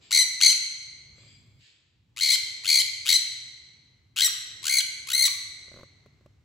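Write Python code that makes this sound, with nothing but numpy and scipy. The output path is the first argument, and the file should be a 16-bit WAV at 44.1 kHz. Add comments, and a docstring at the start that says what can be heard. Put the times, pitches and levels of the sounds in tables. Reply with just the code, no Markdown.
"""In a bare, echoing room with hard walls, parrots in a wire cage screech eight times, close by.
Each screech is a quick trill, mostly slowing down, that goes from low rasps to clean chirps near 2 kHz
and ends on a held note that splits and sags; voices are sums of sine partials plus shaped noise.
The echo of an earlier screech dying away and distant squawks are shaped noise; a rumble and a low, soft
noise lie behind; a hand softly knocks the camera, heard as fading sines with a noisy tick."""
import sys
import numpy as np
from scipy import signal
from scipy.fft import rfft, irfft, next_fast_len
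from scipy.io import wavfile
from scipy.ndimage import map_coordinates

SR = 44100
rng = np.random.default_rng(int(sys.argv[2]) if len(sys.argv) > 2 else 0)


def dump_mix(stems):
    """Bounce the given channels to the path in sys.argv[1] as a 16-bit WAV at rate SR."""
    frames = np.atleast_2d(stems).T  # one column per channel
    limited = np.clip(frames, -1, 1)  # hard clip at full scale
    pcm = np.round(limited * 32767).astype(np.int16)
    wavfile.write(sys.argv[1], SR, pcm)


N = 284004

# All levels are relative: later gains, and the scaling of noise to rms 1, shift them.
# background over time: t/s, rumble level/dB, soft noise level/dB
BACKGROUND_LEVELS = [(0, -67.5, -69), (0.798, -67, -73.5), (1.201, -60, -70.5), (1.61, -60, -78.5),
                     (1.671, -80, -79), (2.049, -68, -82.5), (2.45, -67, -66.5), (3.601, -67, -73.5),
                     (4.15, -65.5, -79.5), (4.6, -65.5, -67.5), (5.75, -63.5, -69), (6.44, -64.5, -76.5)]
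# tone colour of the rumble: f/Hz, level/dB
RUMBLE_COLOUR = [(20, -54.5), (32, -34.5), (48, -14), (65, 0), (80, 0), (102, 5), (135, 0.5), (190, -10),
                 (300, -15), (500, -49.5)]
# tone colour of the low, soft noise, strongest near 330 Hz: f/Hz, level/dB
SOFT_NOISE_COLOUR = [(40, -47.5), (120, -20.5), (220, -8.5), (330, -1.5), (600, -10.5), (1500, -13.5),
                     (4000, -17), (8000, -24), (9500, -57.5)]

# echo of an earlier screech dying away at the start (first row), then distant squawks:
# t/s, length/s, level/dB, hoarseness (share of power, 0-1)
FAINT_CALLS = [(0, 0.066, -56, .8), (1.123, 0.23, -58.5, .2), (1.574, 0.12, -59.5, 1)]
# blurred partials of a faint call: f/Hz, width/Hz, level/dB
FAINT_VOICE = [(2300, 250, -10), (3360, 190, -7.5), (4800, 50, 0.5), (7400, 150, -3.5), (7940, 160, -10)]
# hoarse noise of a faint call: f/Hz, level/dB
FAINT_RASP = [(900, -41), (1700, -9.5), (3000, -3), (4600, -2.5), (6000, -15.5), (7800, -5), (9000, -34)]

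# time for the echo to fade by 60 dB: f/Hz, time/s
ROOM_T60 = [(500, 1.1), (2100, 1.5), (4200, 1.15), (6200, 1.05), (8000, .9), (10500, .66), (12500, .5),
            (15000, .36)]
# tone colour of the echo: f/Hz, level/dB
ROOM_COLOUR = [(800, -0.5), (2100, 0.5), (4200, 0.5), (6200, 0), (8000, -1.5), (11000, -0.5), (15000, 1.5)]
# part of the echo that is opposed left and right: f/Hz, level/dB
ROOM_SIDE = [(1000, -1.5), (4000, -4.5), (6000, -2.5), (8000, -13.5), (15000, -12.5)]
# how far the left channel leads: f/Hz, phase/rad
LEFT_LEAD = [(500, 0), (1500, 1.3), (2100, 1), (3100, .6), (4200, .05), (6200, -.45), (7000, 0)]
LAG_S, LAG_ABOVE_HZ = .00024, 6950  # extra lag of the left channel in the treble

# throat and open beak: f/Hz, level/dB
THROAT = [(700, -31), (1450, -32), (2150, -14.5), (2650, -16), (3150, -7), (3600, -6), (4250, 0),
          (5300, -9.5), (6100, -5.5), (6800, -7), (8100, -4.5), (9000, -13.5), (10400, -9.5), (12500, -20),
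          (15500, -20.5)]
# rough air noise of a rasp: f/Hz, level/dB
RASP_COLOUR = [(700, -36.5), (1500, -17), (2300, -4.5), (3100, -2), (3700, -2.5), (4400, 1), (5400, -12),
               (7300, -0.5), (9000, -8), (11500, -14.5), (15500, -20)]

# trill opening each screech: start/s, end/s, notes, note length at the very start over the mean,
# rasping time/s, first pitch f/Hz, clean pitch f/Hz, upward slide (share of pitch), swell time/s,
# rasp level/dB, rasp octave/dB, fundamental/dB, octave/dB, overtones/dB, hoarseness/dB,
# overtone brightness/(dB per octave above 6 kHz)
TRILLS = [(0.108, 0.185, 7, .63, 0.021, 1007, 2160, 0.26, 0.011, -15.5, -24.5, -26, -18, -20, -10, -1),
          (0.405, 0.475, 6, .47, .014, 930, 2150, 0.19, 0.0085, -15.5, -18.5, -24.5, -13.5, -17, -9.5, -6.5),
          (2.163, 2.316, 13, 0.59, 0.045, 908, 2156, 0.22, 0.018, -29, -28.5, -28, -20, -26.5, -0.5, 3),
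          (2.636, 2.784, 12, 0.68, 0.035, 920, 2189, 0.18, 0.024, -24.5, -22, -26, -17, -23, -3, 3),
          (3.053, 3.136, 9, 0.45, 0.031, 1120, 2113, 0.29, 0.0091, -26, -24.5, -28.5, -18.5, -24, 2, 8.5),
          (4.161, 4.243, 9, .4, 0.054, 1360, 2108, 0.182, 0.022, -18, -16.5, -26, -16, -20, -7.5, 2.5),
          (4.628, 4.782, 11, 0.85, 0.068, 924, 2194, 0.18, 0.019, -23, -32, -26.5, -24, -23, -10.5, 3.5),
          (5.07, 5.25, 12, 1, 0.066, 914, 2105, 0.11, 0.035, -21, -28, -28, -18.5, -19.5, -18.5, 6.5)]
OPEN_SLACK, OPEN_TAUT = .72, 1.02  # length of a rasp or clean note over its trill cycle
BREAK_HZ = 1560  # the rasps climb towards this pitch, then the clean notes begin
SOFT_DB = -18.5  # level at which a trill sets in
RASP_FIRST_DB = -11  # fundamental of a rasp against its overtones
SETTLE, SETTLE_S = .06, .008  # early clean notes are flat by up to this share; fading time in s

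# held note after each trill: end/s, pitch f/Hz, sag (share of pitch), fundamental/dB, octave/dB,
# overtones/dB, half-pitch tone/dB, partials between the harmonics/dB, place of the split (0-1),
# hoarseness/dB, overtone brightness/(dB per octave above 6 kHz)
HELD_NOTES = [(.234, 2029, 0.11, -24.5, -18.5, -17.5, -42, -25, 0.6, -14.5, -3.5),
              (0.531, 2052, 0.1, -32, -17, -18.5, -46, -20, 0.54, -13, -7),
              (2.362, 2079, 0.099, -27.5, -18.5, -25.5, -44.5, -18.5, .6, 1.5, 2.5),
              (2.821, 2070, 0.13, -27.5, -18.5, -23.5, -46, -17, .55, -11, 4.5),
              (3.177, 2006, 0.05, -31.5, -17.5, -20.5, -49.5, -22.5, 0.43, -13, -3),
              (4.277, 1908, 0.11, -32, -22.5, -16.5, -49, -29.5, 0.3, -16, 1.5),
              (4.799, 2060, 0.035, -27.5, -16, -18.5, -53, -57.5, 0.47, -9, 1.5),
              (5.278, 1973, 0.19, -30.5, -20.5, -21, -52, -51, 0, -3.5, 5.5)]
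SAG_S, FADE_DB = 0.013, -9.5  # time over which the pitch falls at the end, and the level change with it
SPLIT_WIDTH, SPLIT_DIP_DB = 0.17, -4  # spread of the split (share of note) and dip of the overtones
FLARE_DB, FLARE_S = 6, 0.02  # extra overtone level as the note opens, and its fading time
ARCH, ARCH_PLACE = .018, .7  # pitch dips and arches by this share, highest at this place in the note

# rasps at the end of a screech: t/s, length/s, pitch f/Hz, fundamental/dB, overtones/dB
CLOSING_RASPS = [(.529, 0.0044, 1300, -44, -30.5), (2.352, 0.0099, 1540, -41.5, -31),
                 (2.818, 0.0039, 1546, -47.5, -25.5), (4.276, 0.0078, 1269, -37, -35),
                 (4.8, 0.016, 1538, -37, -26), (5.276, 0.011, 1133, -37, -29.5)]
# echoes from the perch and the wall behind: delay/s, level/dB
CAGE_ECHOES = [(.0013, -28), (.0024, -26), (.0037, -22.5)]
# level of left over right: f/Hz, level/dB
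LEFT_BALANCE = [(800, 5), (2100, 4.5), (3100, 6), (4200, 5.5), (6200, 4.5), (8000, 0), (12000, 0.5)]

# knocks of the hand on the camera: t/s, level/dB
KNOCKS = [(1.182, -49), (1.235, -53), (1.308, -71), (5.682, -47), (5.717, -41), (5.742, -40.5),
          (5.833, -36.5), (6.061, -44), (6.21, -53), (6.261, -44)]
# runs of small knocks as the grip slips: start/s, end/s, level/dB
SLIPS = [(1.197, 1.3, -61.5), (1.401, 1.6, -69), (5.763, 5.822, -40.5)]
SLIP_GAP_S = 0.012  # average time between the knocks of a run
# ringing camera body, before small random shifts: f/Hz, level/dB, time to fade by 60 dB/s
CAMERA_BODY = [(133, -11, 0.06), (225, -7.5, 0.051), (390, -6.5, 0.04), (559, 1, 0.025),
               (1090, -3.5, 0.015), (1420, -14.5, 0.024)]
TOP_HZ = 15830  # upper limit of the sound


def amp(db):
    """Turn decibels into a gain."""
    return 10 ** (np.asarray(db) / 20)


def unit(x):
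    """Scale to rms 1."""
    return x / np.sqrt(np.mean(x ** 2) + 1e-20)


def along(points, hz):
    """Read a curve of (f/Hz, value) points on a log frequency axis."""
    f, v = np.transpose(points)
    return np.interp(np.log(hz + 1), np.log(f), v)


def wobble(rate, size):
    """A smooth random curve through `rate` random points a second."""
    knots = rng.standard_normal(int(size * rate / SR) + 4)
    return map_coordinates(knots, [np.arange(size) * rate / SR])


def filtered(x, response):
    """Change the strength or phase of each frequency in x."""
    size = x.shape[-1]
    padded = next_fast_len(size + 4096)
    spectrum = rfft(x, padded) * response(np.fft.rfftfreq(padded, 1 / SR))
    return irfft(spectrum, padded)[..., :size]


def noise(colour, size):
    """Random noise of rms 1, coloured by a (f/Hz, level/dB) table."""
    return unit(filtered(rng.standard_normal(size), lambda hz: amp(along(colour, hz))))


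def spread(mid, side, side_db):
    """Make left and right from a common and an opposed part."""
    opposed = amp(side_db) * side
    return np.array([mid + opposed, mid - opposed])


def add(track, s, x):
    """Mix x into the track at s seconds."""
    start = max(round(s * SR), 0)
    track[start:start + len(x)] += x[:N - start]


def background(rumble_gain_db=2, soft_gain_db=0):
    """Low rumble of the building and a low, soft noise: coloured noise with changing levels."""
    s, *columns = np.transpose(BACKGROUND_LEVELS)
    rumble_db, soft_db = [np.interp(np.arange(N) / SR, s, column) for column in columns]
    rumble = spread(noise(RUMBLE_COLOUR, N), noise(RUMBLE_COLOUR, N), side_db=-14.5)
    soft = spread(noise(SOFT_NOISE_COLOUR, N), noise(SOFT_NOISE_COLOUR, N), side_db=-3.0)
    return amp(rumble_db + rumble_gain_db) * rumble + amp(soft_db + soft_gain_db) * soft


def faint_voice(hz):
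    """The blurred partials of a faint call: bell-shaped peaks over frequency."""
    return sum(amp(db) * np.exp(-((hz - centre) / width) ** 2) for centre, width, db in FAINT_VOICE)


def faint_calls():
    """A dying echo, then distant squawks: noise shaped into blurred partials, mixed with hoarse noise."""
    track = np.zeros(N)
    for s, length, db, hoarse in FAINT_CALLS:
        size = int(length * SR)
        share = np.clip(hoarse, 0, 1)
        voiced = unit(filtered(rng.standard_normal(size), faint_voice))
        call = np.sqrt(1 - share) * voiced + np.sqrt(share) * noise(FAINT_RASP, size)
        add(track, s, amp(db) * signal.windows.tukey(size, .5) * call)
    return track


def room(x, early_db=5, early_s=.1, gap_s=.004):
    """Hard walls: strong early echoes, then a long noise-like tail whose treble dies first."""
    hz, t, cells = signal.stft(rng.standard_normal((2, 3 * SR // 2)), SR, nperseg=256)
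    decay_db = -60 * t / along(ROOM_T60, hz)[:, None]
    level_db = along(ROOM_COLOUR, hz)[:, None] + decay_db + early_db * np.exp(-t / early_s)
    tail = signal.istft(cells * amp(level_db) * (t > gap_s), SR, nperseg=256)[1]
    side = filtered(tail[1], lambda hz: amp(along(ROOM_SIDE, hz)))
    tail = spread(tail[0], side, side_db=1)
    return signal.fftconvolve(x[None], tail / np.linalg.norm(tail[0]), axes=1)[:, :N]


def ports(x):
    """The two microphone channels differ in phase, most of all in the treble."""
    def lead(hz):
        lag = 2 * np.pi * LAG_S * np.maximum(hz - LAG_ABOVE_HZ, 0)
        return along(LEFT_LEAD, hz) - lag
    return filtered(x, lambda hz: np.exp(.5j * np.outer([1, -1], lead(hz))))


def partials(pitch, multiples, tilt_db=0):
    """Sines at multiples of a moving pitch, weighted by the throat and open beak, at rms 1."""
    phase = 2 * np.pi * np.cumsum(pitch) / SR
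    hz = np.outer(multiples, pitch)
    octaves_up = np.log2(np.maximum(hz / 6000, 1))
    weight = amp(along(THROAT, hz) + tilt_db * octaves_up) * (hz < SR / 2)
    offset = rng.uniform(0, 2 * np.pi, (len(hz), 1))
    return unit(np.sum(weight * np.sin(np.outer(multiples, phase) + offset), axis=0))


def syrinx(pitch, first_db, octave_db, over_db, hoarse_db, tilt_db, slack_jitter=0.066, rasp_db=-4):
    """The voice membranes ring cleanly when taut; slack, at low pitch, they get shaky and noisy."""
    size = len(pitch)
    slack = np.clip((1850 - pitch) / 250, 0, 1)
    taut_jitter = .004 + .022 * amp(hoarse_db)
    shaky = pitch * (1 + (taut_jitter + slack_jitter * slack) * wobble(1500, size))
    tone = amp(first_db) * partials(shaky, [1]) + amp(octave_db) * partials(shaky, [2])
    tone += amp(over_db) * partials(shaky, np.arange(3, 13), tilt_db)
    breath = amp(hoarse_db) * (1 - slack) * noise(THROAT, size)
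    rasp = amp(rasp_db) * slack * noise(RASP_COLOUR, size)
    return tone + amp(over_db) * (breath + rasp)


def chirp(length, hz, slide, first_db, octave_db, over_db, hoarse_db, tilt_db,
          burst_db=11, late_db=3, split_db=-2):
    """One note swells and slides; overtones flare as it opens, the fundamental lingers."""
    u = np.linspace(0, 1, int(max(length, .003) * SR))  # place in the note
    pitch = hz * (1 + slide * (u - .5) + .008 * wobble(350, len(u)))
    gate = unit(np.abs(np.sin(np.pi * u)) ** .9)
    note = syrinx(pitch, first_db + late_db * (u - .5), octave_db, over_db + burst_db * (.45 - u),
                  hoarse_db, tilt_db)
    # doubling the period adds tones between the harmonics, most in hoarse notes and mid-note
    halves = partials(pitch * (1 + .018 * wobble(1200, len(u))), np.arange(7) + .5)
    split = amp(over_db + hoarse_db + split_db) * np.sin(np.pi * u) ** 2
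    return gate * (note + split * halves)


def trills(scatter_db=1.38, scatter=.012, droop=0.033):
    """Air chopped into notes that swell and mostly slow down: first slack rasps, then clean chirps."""
    track = np.zeros(N)
    for (start, end, notes, haste, rasp_s, slack_hz, clean_hz, slide, swell_s, rasp_db, rasp_octave_db,
         first_db, octave_db, over_db, hoarse_db, tilt_db) in TRILLS:
        k = np.linspace(0, 1, round(notes) + 1)
        edges = (end - start) * k * (haste + (1 - haste) * k)
        for t, cycle in zip(edges, np.diff(edges)):
            middle = t + cycle / 2
            if middle < rasp_s:
                climb = np.sin(np.pi / 2 * middle / rasp_s)
                hz = slack_hz + (BREAK_HZ - slack_hz) * climb
                length = cycle * OPEN_SLACK
                levels = (rasp_db + RASP_FIRST_DB, rasp_octave_db, rasp_db)
            else:
                fall = droop * (.6 - middle / (end - start))
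                flat = SETTLE * np.exp((rasp_s - middle) / SETTLE_S)
                hz = clean_hz * (1 + fall - flat)
                length = cycle * OPEN_TAUT
                levels = (first_db, octave_db, over_db)
            db = SOFT_DB * np.exp(-middle / swell_s) + scatter_db * rng.normal()
            note = chirp(length, hz * rng.normal(1, scatter), slide, *levels, hoarse_db, tilt_db)
            add(track, start + t, amp(db) * note)
    return track


def held_notes(edge_s=0.003, gain_db=0, waver=.009, flutter_db=2):
    """A sustained note: its period doubles, adding partials between the harmonics, then it sags."""
    track = np.zeros(N)
    for trill, held in zip(TRILLS, HELD_NOTES):
        (end, hz, drop, first_db, octave_db, over_db, low_db, half_db, place,
         hoarse_db, tilt_db) = held
        start = trill[1]  # begins as the trill ends
        t = np.arange(start, end, 1 / SR)
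        u = (t - start) / (end - start)
        sag = np.clip(1 - (end - t) / SAG_S, 0, 1) ** 2
        split = np.exp(-((u - place) / SPLIT_WIDTH) ** 2)
        arch = ARCH * np.cos(2 * np.pi * (u - ARCH_PLACE))
        pitch = hz * (1 + arch - drop * sag) * (1 + waver * wobble(130, len(t)))
        octave = octave_db + flutter_db * wobble(170, len(t))
        flare = FLARE_DB * np.exp((start - t) / FLARE_S)
        over = over_db + SPLIT_DIP_DB * split + flare
        note = syrinx(pitch, first_db, octave, over, hoarse_db, tilt_db)
        shaky = pitch * (1 + .01 * wobble(1200, len(t)))
        halves = amp(low_db) * partials(shaky, [.5])
        halves += amp(half_db) * partials(shaky, np.arange(1, 7) + .5)
        gate = np.clip(np.minimum(t - start, end - t) / edge_s, 0, 1)
        add(track, start, amp(gain_db + FADE_DB * sag) * gate * (note + split * halves))
    return track


def closing_rasps(slide=-0.069, hoarse_db=-12):
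    """A last low croak, falling in pitch, as the membranes go slack."""
    track = np.zeros(N)
    for s, length, hz, first_db, over_db in CLOSING_RASPS:
        add(track, s, chirp(length, hz, slide, first_db, over_db, over_db, hoarse_db, tilt_db=0))
    return track


def cage(x):
    """Near echoes strengthen some pitches and weaken others, so gliding partials flutter in level."""
    def response(hz):
        return 1 + sum(amp(db) * np.exp(-2j * np.pi * hz * delay) for delay, db in CAGE_ECHOES)
    return filtered(x, response)


def leftward(x):
    """The direct sound is louder on the left at most frequencies."""
    return filtered(x, lambda hz: amp(np.outer([1, -1], along(LEFT_BALANCE, hz)) / 2))


def knocks(gain_db=-5, tick_db=-12, detune=0.044):
    """Each shift of the grip gives a tiny noisy tick and briefly rings the camera body."""
    track = np.zeros(N)
    t = np.arange(SR // 10) / SR
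    hits = list(KNOCKS)
    for start, end, db in SLIPS:
        for s in np.arange(start, end, SLIP_GAP_S):
            hits.append((s + SLIP_GAP_S * rng.uniform(-0.26, 0.243), db))
    for s, db in hits:
        ring = np.zeros(len(t))
        for hz, level, t60 in CAMERA_BODY:
            fade = amp(level + rng.normal(0, 1.7) - 60 * t / t60)
            ring += fade * np.sin(2 * np.pi * hz * rng.normal(1, detune) * t)
        tick_noise = noise([(2000, -1), (7000, -11), (10000, -20)], len(t))  # f/Hz, level/dB
        tick = amp(tick_db - 60 * t / 0.03) * tick_noise
        add(track, s, amp(db + gain_db) * (ring + tick))
    return track


def scene(beak_hz=850):
    """Near birds with their echo, faint calls heard mostly through the room, knocks and background."""
    voices = trills() + held_notes() + closing_rasps()
    # a small beak gives out little bass
    birds = filtered(voices, lambda hz: hz ** 4 / (hz ** 4 + beak_hz ** 4))
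    faint = faint_calls()
    near_in_room = amp(-4.5) * leftward(cage(birds)) + amp(-10.5) * room(birds)
    faint_in_room = amp(-10.5) * faint + amp(0.5) * room(faint)
    return ports(near_in_room + faint_in_room) + knocks() + background()


def record(dry):
    """The camera cuts off the highest treble steeply."""
    return filtered(dry, lambda hz: 1 / (1 + (hz / TOP_HZ) ** 300))


dry = scene()
out = record(dry)
dump_mix(out)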